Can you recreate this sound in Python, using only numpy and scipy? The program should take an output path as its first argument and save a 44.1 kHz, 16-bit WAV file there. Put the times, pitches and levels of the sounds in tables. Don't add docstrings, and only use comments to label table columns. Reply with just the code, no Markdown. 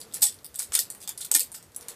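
import sys
import numpy as np
from scipy import signal
from scipy.fft import rfft, irfft, next_fast_len
from scipy.io import wavfile
from scipy.ndimage import uniform_filter1d, minimum_filter1d, map_coordinates

SR = 44100
rng = np.random.default_rng(int(sys.argv[2]) if len(sys.argv) > 2 else 0)


def transcribe(u):
    v = np.clip(np.atleast_2d(u).T, -1, 1)
    q = np.round(v * 32767).astype(np.int16)
    wavfile.write(sys.argv[1], SR, q)


def voltage_ratio(level):
    return 10 ** (np.asarray(level, float) / 20)


N = 85995

# hz, density_db
HUSH_SPECTRUM = [(15, -28), (25, -17), (121, -2.5), (488, -5.5), (879, -11), (1210, -12), (1860, -15),
                 (2850, -20), (3440, -20), (13800, -20.5), (15000, -53)]
RUMBLE_SPECTRUM = [(25, -28), (55, 8.5), (85, 10), (125, 1), (180, 2), (300, -16.5)]
DRONE_SPECTRUM = [(380, -40), (450, -7), (490, -9), (580, -69)]
CLOTH_SPECTRUM = [(250, -4.5), (500, 0.5), (1000, -1.5), (2500, -7), (5000, -10.5)]
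CRACK_SPECTRUM = [(1180, -38), (2000, -20.5), (2350, -27.5), (4890, -6.5), (6030, -11.5), (8040, -0.5),
                  (9360, -4), (14100, -9), (15000, -7.5)]
THUD_SPECTRUM = [(300, -34), (700, -1.5), (1500, -2.5), (3000, -3), (5000, -9.5)]
# time_s, level_db
HUSH_LEVEL = [(0.0, -54), (0.21, -54.5), (0.434, -58), (0.64, -59), (0.754, -55), (1.656, -58.5),
              (1.95, -59.5)]
RUMBLE_LEVEL = [(0.0, -82), (0.064, -71), (0.216, -103), (0.254, -89), (0.314, -64), (0.418, -61),
                (0.466, -78.5), (0.498, -60), (0.536, -57.5), (0.57, -94), (0.706, -53), (0.786, -78),
                (0.824, -69), (1.08, -80), (1.102, -73), (1.162, -58.5), (1.204, -80), (1.276, -82),
                (1.336, -92), (1.498, -55.5), (1.564, -74), (1.618, -57), (1.802, -74), (1.95, -80)]
DRONE_LEVEL = [(0, -61), (.17, -63.5), (.3, -76), (.7, -68), (1.3, -100), (1.75, -77), (1.84, -56.5),
               (1.89, -65.5), (1.92, -55), (1.95, -59)]
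SLEEVE_LEVEL = [(1.76, -56.5), (1.82, -52.5), (1.87, -54.5), (1.92, -48.5), (1.95, -57)]
# pitch_hz, relative_db, t60_s
STEEL_MODES = [(3580, -4.5, 0.0091), (4700, -11, 0.0068), (5770, 4, 0.0041), (7300, -3, 0.0029),
               (8050, 10.5, 0.0049), (9300, 7.5, 0.0049), (10500, -1, 0.012), (11170, -1.5, 0.0063),
               (13900, 2.5, 0.009)]
# pitch_hz, relative_db, t60_s
HANDLE_MODES = [(290, 0.5, 0.09), (480, -4.5, 0.18), (870, -2.5, 0.15), (1450, 0, 0.095), (1850, 4, 0.076),
                (2250, 1, 0.099), (2550, -8, 0.12)]
# delay_s, level_db
WALLS = [(.0022, -9), (.0037, -10), (.0052, -12), (.0068, -13), (.0085, -15), (.012, -17), (.016, -18),
         (.021, -19)]
# hz, t60_s
ROOM_DECAY = [(300, 0.29), (2000, 0.24), (5500, 0.15), (10000, 0.14), (14600, 0.14)]
# start_s, length_s, nominal_peak_db, brightest_hz, tail_lift_db, swell_db
RATTLES = [(0, 0.0062, -37, 9300, 3.5, 5.5), (0.137, 0.024, -33.5, 10500, 2, 0.5),
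           (0.206, 0.0081, -36.5, 4700, 11, 2.5), (0.219, 0.0056, -16.5, 11100, -6, -0.5),
           (0.226, 0.016, -13, 8050, -3, -1), (0.587, 0.0074, -18.5, 10500, -6, 16),
           (0.601, 0.0052, -30, 9300, -3, 0), (.625, 0.0058, -27, 9300, 0, 1),
           (0.728, 0.012, -20.5, 8600, -4, 16), (.744, .024, -27, 8050, -9, 3),
           (0.7511, 0.0026, -12, 9000, -8, -6), (0.788, .004, -8.5, 8050, -8, 14),
           (1.002, 0.042, -45, 10500, -7, -1.5), (1.176, 0.0069, -31.5, 9300, -1, -2),
           (1.206, 0.016, -33.5, 9300, 1, -3.5), (1.2473, 0.0068, -29.5, 9300, -7.5, -5),
           (1.346, 0.0054, -6, 7300, -9, 6), (1.352, 0.0065, -20.5, 7300, -11, -3),
           (1.4032, 0.0046, -15.5, 7300, -3, -0.5), (1.541, 0.014, -35, 8050, 2.5, -0.5)]
# start_s, approx_peak_db, brightest_hz, lower_treble_lift_db, tail_lift_db (before limits)
CLICKS = [(0.0144, -25, 11100, 7, -1), (0.1134, -43, 3460, 19, 2), (0.1247, -35.5, 7300, 11, 1),
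          (0.1375, -22.5, 10600, 1, -6), (0.1422, -14.5, 8200, -7.5, -3), (0.2193, -8, 8020, -23, 2),
          (0.231, -4, 8050, -20, -1), (0.2407, -7.5, 7900, -16, 6), (0.2681, -10, 8600, 4.5, 0),
          (0.3425, -31.5, 9000, 3, 0.5), (0.3883, -39.5, 3900, 12, -10), (0.432, -45, 8000, -9, 6),
          (0.445, -24, 12800, 0.5, 8.5), (0.5433, -29.5, 8650, 3, -4), (0.5513, -30, 11000, 4, -4),
          (0.558, -18.5, 12200, 0, -2), (0.5925, -23, 10500, -7, -2), (0.5989, -16, 9600, 4, 1.5),
          (0.621, -21, 13500, -1, -6), (0.7214, -22.5, 8100, 6, 5), (0.7414, -10.5, 8800, 4.5, 0.5),
          (0.7537, -7.5, 8900, 10.5, 1), (.7632, -23, 8700, -3, -5), (0.7783, -13, 9410, -14, -8),
          (0.7911, -5.5, 7840, 1, -2), (0.8006, -10, 8450, -15, 0.5), (0.9019, -17.5, 8400, 1.5, 0),
          (0.9485, -29.5, 8900, -4, 2.5), (1.0158, -32, 8050, 12, 1), (1.027, -31.5, 13100, 8.5, 7),
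          (1.0346, -35, 10500, 10, -5), (1.0759, -18, 7100, 5, 2.5), (1.092, -13.5, 7900, -2.5, -4.5),
          (1.177, -34, 9570, 3, 4), (1.2083, -33, 12100, 2, -10), (1.2151, -24, 5100, 14, 1.5),
          (1.231, -34, 11250, 1, -2), (1.2489, -21.5, 8050, 6, -8), (1.262, -27, 12400, 0, -4),
          (1.3151, -1.5, 8000, 3.5, -7), (1.3405, -6.5, 8050, 0, -5), (1.3499, 0.5, 7300, 6.5, -3.5),
          (1.3633, -5, 11400, -3, -1), (1.3947, -7.5, 12200, -3, 0.5), (1.4055, -15, 8050, 3, -1),
          (1.5179, -26.5, 9160, -5, 3), (1.5225, -30, 9000, -7, -4), (1.5415, -32, 8360, -3, -5),
          (1.6267, -34.5, 7500, 0, 1.5), (1.719, -45.5, 8350, 8, -1), (1.747, -34, 8200, 4, 0),
          (1.7626, -16, 10160, -12, -5), (1.8098, -29, 11700, 3, 3), (1.884, -18.5, 9400, -0.5, 2)]
# start_s, nominal_peak_db, strongest_hz, free_ring_s, thud_over_ring_db
KNOCKS = [(0.138, -55.5, 1450, 0.019, 10.5), (.152, -54, 1850, .01, 9.5), (.168, -53, 1850, .01, 11),
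          (.2205, -36.5, 870, 0.0085, -16), (.225, -35.5, 1450, 0.005, 0), (.226, -40, 1850, 0.017, 1.5),
          (.234, -38.5, 2250, 0.0085, -8), (.236, -42.5, 870, 0.063, -20), (.25, -53, 2250, .04, -16),
          (.262, -44, 1850, 0.038, -15), (.45, -58, 870, 0.012, 5), (.545, -58.5, 1450, .01, 7),
          (.59, -52, 2250, 0.0074, 8), (0.599, -43, 1450, 0.01, 5.5), (.622, -52, 1450, .01, 10),
          (0.721, -44.5, 1450, .006, 10), (0.738, -43.5, 1850, .01, 9), (.752, -38.5, 2250, 0.0064, 3.5),
          (0.753, -38, 480, 0.0031, -1), (0.77, -46, 480, 0.0066, -20), (.778, -41.5, 1450, 0.0061, -23),
          (.762, -44, 2250, 0.013, -9), (.787, -38, 1850, 0.012, -9), (.795, -44, 480, 0.018, -24),
          (0.903, -58, 1850, 0.011, 7), (0.95, -50.5, 1850, .008, 3), (1.077, -50, 870, 0.011, 6.5),
          (1.092, -48.5, 870, .012, 6), (1.203, -51.5, 1450, 0.016, 8), (1.25, -51.5, 1450, 0.0084, 3),
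          (1.313, -39.5, 870, .014, -0.5), (1.314, -38.5, 1450, 0.0087, 0.5), (1.323, -41, 480, 0.0057, -8),
          (1.338, -42, 870, 0.0037, 0), (1.348, -32, 1450, 0.023, -2), (1.35, -27.5, 1850, 0.034, -32),
          (1.3485, -35.5, 870, 0.041, -20), (1.35, -26.5, 2550, .028, -23), (1.362, -41.5, 290, 0.021, -17),
          (1.404, -39, 1850, 0.0041, -20), (1.41, -47, 480, 0.02, -23), (1.411, -39.5, 2550, .01, -20),
          (1.52, -53, 870, 0.012, 2), (1.545, -52, 2250, .012, 9.5), (1.885, -53.5, 2250, 0.011, 11)]

MODE_SPREAD_DB, STEEL_FOCUS_DB, STEEL_FOCUS_OCT = 3, 12, 0.12
CRACK_OVER_RING_DB, CRACK_T60_S, STEEL_ATTACK_S = 0.98, 0.0048, 0.00038
LOWER_TREBLE_HZ, CONTACT_NORM = 6000, 3
RATTLE_PER_S, RATTLE_SPREAD_DB = 1400, 3.5
TAIL_DB, TAIL_DELAY_S, TAIL_RISE_S, TAIL_SWING_DB = -1.5, 0.0014, 0.0097, 5
GRAIN_DB, GRAIN_PER_S = 3, 500
HANDLE_FOCUS_DB, HANDLE_FOCUS_OCT, HANDLE_ATTACK_S = 22, 0.1, 0.0022
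GRIP_T60_S, DETUNE_RATIO, BUZZ_DB, BUZZ_HZ = 0.012, 0.025, 3.5, 150
THUD_T60_S, THUD_ROOM_DB, RING_ROOM_DB = 0.03, -4.5, -28
STEEL_CUT_HZ, HANDLE_CUT_HZ = 1700, 220
DUCK_HZ, DUCK_FROM_DB, DUCK_RATIO, DUCK_S = 1500, -28.5, 9.4, 0.0029
TOP_HZ, TOP_SLOPE_HZ, TOP_LOSS_DB = 14550, 300, -28
PEAK_CEILING, HISS_DB = 0.97, -42


def along(points, hz):
    f, v = np.transpose(points)
    return np.interp(np.log(hz + 1), np.log(f + 1), v)


def noise(spectrum, size):
    m = next_fast_len(size + 2048)
    white = rfft(rng.standard_normal(m))
    x = irfft(white * voltage_ratio(along(spectrum, np.fft.rfftfreq(m, 1 / SR))), m)[:size]
    return x / np.sqrt(np.mean(x ** 2) + 1e-20)


def level(rows, before_db=None):
    s, db = np.transpose(rows)
    return voltage_ratio(np.interp(np.arange(N) / SR, s, db, left=before_db))


def hush():
    out = level(HUSH_LEVEL) * noise(HUSH_SPECTRUM, N)
    out += level(RUMBLE_LEVEL) * noise(RUMBLE_SPECTRUM, N)
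    out += level(DRONE_LEVEL) * noise(DRONE_SPECTRUM, N)
    return out + level(SLEEVE_LEVEL, -120) * noise(CLOTH_SPECTRUM, N)


def ringing(modes, bright_hz, lift_db, octaves, t):
    hz, db, t60 = np.transpose(modes)[:, :, None]
    focus = np.exp(-0.5 * (np.log2(hz / bright_hz) / octaves) ** 2)
    db = db + lift_db * focus + MODE_SPREAD_DB * rng.standard_normal(hz.shape)
    sines = np.sin(2 * np.pi * (hz * t + rng.random(hz.shape)))
    ring = np.sum(voltage_ratio(db - 60 * t / t60) * sines, axis=0)
    return ring / np.abs(ring).max()


def contact(bright_hz, lower_db):
    t = np.arange(SR // 40) / SR
    ring = ringing(STEEL_MODES, bright_hz, STEEL_FOCUS_DB, STEEL_FOCUS_OCT, t)
    crack = voltage_ratio(CRACK_OVER_RING_DB - 60 * t / CRACK_T60_S) * noise(CRACK_SPECTRUM, len(t))
    tick = (ring + crack) * np.clip(t / STEEL_ATTACK_S, 0, 1) ** 2
    hz = np.fft.rfftfreq(len(t), 1 / SR)
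    lift = voltage_ratio(lower_db / (1 + (hz / LOWER_TREBLE_HZ) ** 6))
    tick = irfft(rfft(tick) * lift, len(t))
    return CONTACT_NORM * tick / np.linalg.norm(tick)


def room(tail_lift_db=0):
    hz, t, z = signal.stft(rng.standard_normal(SR // 2), SR, nperseg=128)
    decay = voltage_ratio(-60 * t / along(ROOM_DECAY, hz)[:, None])
    tail = signal.istft(z * decay, SR, nperseg=128)[1]
    t = np.arange(len(tail)) / SR
    grain = voltage_ratio(GRAIN_DB * map_coordinates(rng.standard_normal(400), [t * GRAIN_PER_S]))
    tail = grain * tail * np.clip((t - TAIL_DELAY_S) / TAIL_RISE_S, 0, 1)
    tail = voltage_ratio(TAIL_DB + tail_lift_db) * tail / np.linalg.norm(tail)
    for delay_s, db in WALLS:
        jitter = np.exp(0.1 * rng.standard_normal())
        tail[round(delay_s * SR * jitter)] += voltage_ratio(db)
    return tail


def add(track, s, x):
    part = track[max(round(s * SR), 0):][:len(x)]
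    part += x[:len(part)]


def rattles():
    out = np.zeros(N)
    for s, length_s, db, hz, tail_db, swell_db in RATTLES:
        run = np.zeros(SR // 8)
        for k, (late, size, pitch) in enumerate(rng.standard_normal((80, 3))):
            x = contact(hz * np.exp(0.06 * pitch), 0)
            when_s = abs(k + 0.5 + 0.6 * late) / RATTLE_PER_S
            hit_db = db + RATTLE_SPREAD_DB * size - swell_db * (1 - when_s / length_s)
            inside = np.clip((length_s - when_s) * RATTLE_PER_S + 0.5, 0, 1)
            add(run, when_s, x * voltage_ratio(hit_db) * inside)
        add(out, s, run)
        add(out, s, signal.fftconvolve(run, room(tail_db)))
    return out


def clicks():
    out = np.zeros(N)
    for s, db, hz, lower_db, tail_db in CLICKS:
        x = voltage_ratio(db) * contact(hz, lower_db)
        add(out, s, x)
        tail_db = np.clip(tail_db, -TAIL_SWING_DB, TAIL_SWING_DB)
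        add(out, s, signal.fftconvolve(x, room(tail_db)))
    return out


def knocks():
    out, t = np.zeros(N), np.arange(SR // 10) / SR
    for s, db, hz, free_s, thud_db in KNOCKS:
        buzz = voltage_ratio(BUZZ_DB * map_coordinates(rng.standard_normal(40), [t * BUZZ_HZ]))
        warped_t = t * np.exp(DETUNE_RATIO * rng.standard_normal())
        ring = ringing(HANDLE_MODES, hz, HANDLE_FOCUS_DB, HANDLE_FOCUS_OCT, warped_t)
        grip_db = -60 * np.clip(t - free_s, 0, 1) / GRIP_T60_S
        ring = buzz * ring * voltage_ratio(db + grip_db) * np.clip(t / HANDLE_ATTACK_S, 0, 1)
        thud = voltage_ratio(db + thud_db - 60 * t / THUD_T60_S) * noise(THUD_SPECTRUM, len(t))
        add(out, s, ring + thud)
        to_room = voltage_ratio(RING_ROOM_DB) * ring + voltage_ratio(THUD_ROOM_DB) * thud
        add(out, s, signal.fftconvolve(to_room, room()))
    return out


def filtered(x, response):
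    m = next_fast_len(N + 4096)
    return irfft(rfft(x, m) * response(np.fft.rfftfreq(m, 1 / SR)), m)[..., :N]


def above(x, cut_hz):
    return signal.sosfilt(signal.butter(4, cut_hz, "high", fs=SR, output="sos"), x)


def ducked(background, knife):
    keep = np.exp(-1 / (DUCK_S * SR))
    loud = np.sqrt(signal.lfilter([1 - keep], [1, -keep], knife ** 2))
    low = filtered(background, lambda hz: 1 / (1 + (hz / DUCK_HZ) ** 4))
    return background - low + low / (1 + (loud / voltage_ratio(DUCK_FROM_DB)) ** DUCK_RATIO)


def scene():
    background = hush()
    steel = above(rattles() + clicks(), STEEL_CUT_HZ)
    knife = steel + above(knocks(), HANDLE_CUT_HZ)
    x = knife + ducked(background, knife)
    return np.array([x, x])


def roll_off(x):
    return signal.sosfilt(signal.butter(12, 15760, fs=SR, output="sos"), x)


def record(dry):
    x = filtered(dry, lambda hz: voltage_ratio(TOP_LOSS_DB * np.clip((hz - TOP_HZ) / TOP_SLOPE_HZ, 0, 1)))
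    gain = np.minimum(1, PEAK_CEILING / (np.abs(x) + 1e-9))
    x = x * uniform_filter1d(minimum_filter1d(gain, size=81), size=41)
    hiss = voltage_ratio(HISS_DB) * np.abs(x[0]) * rng.standard_normal(N)
    return roll_off(x + [hiss, -hiss])


dry = scene()
out = record(dry)
transcribe(out)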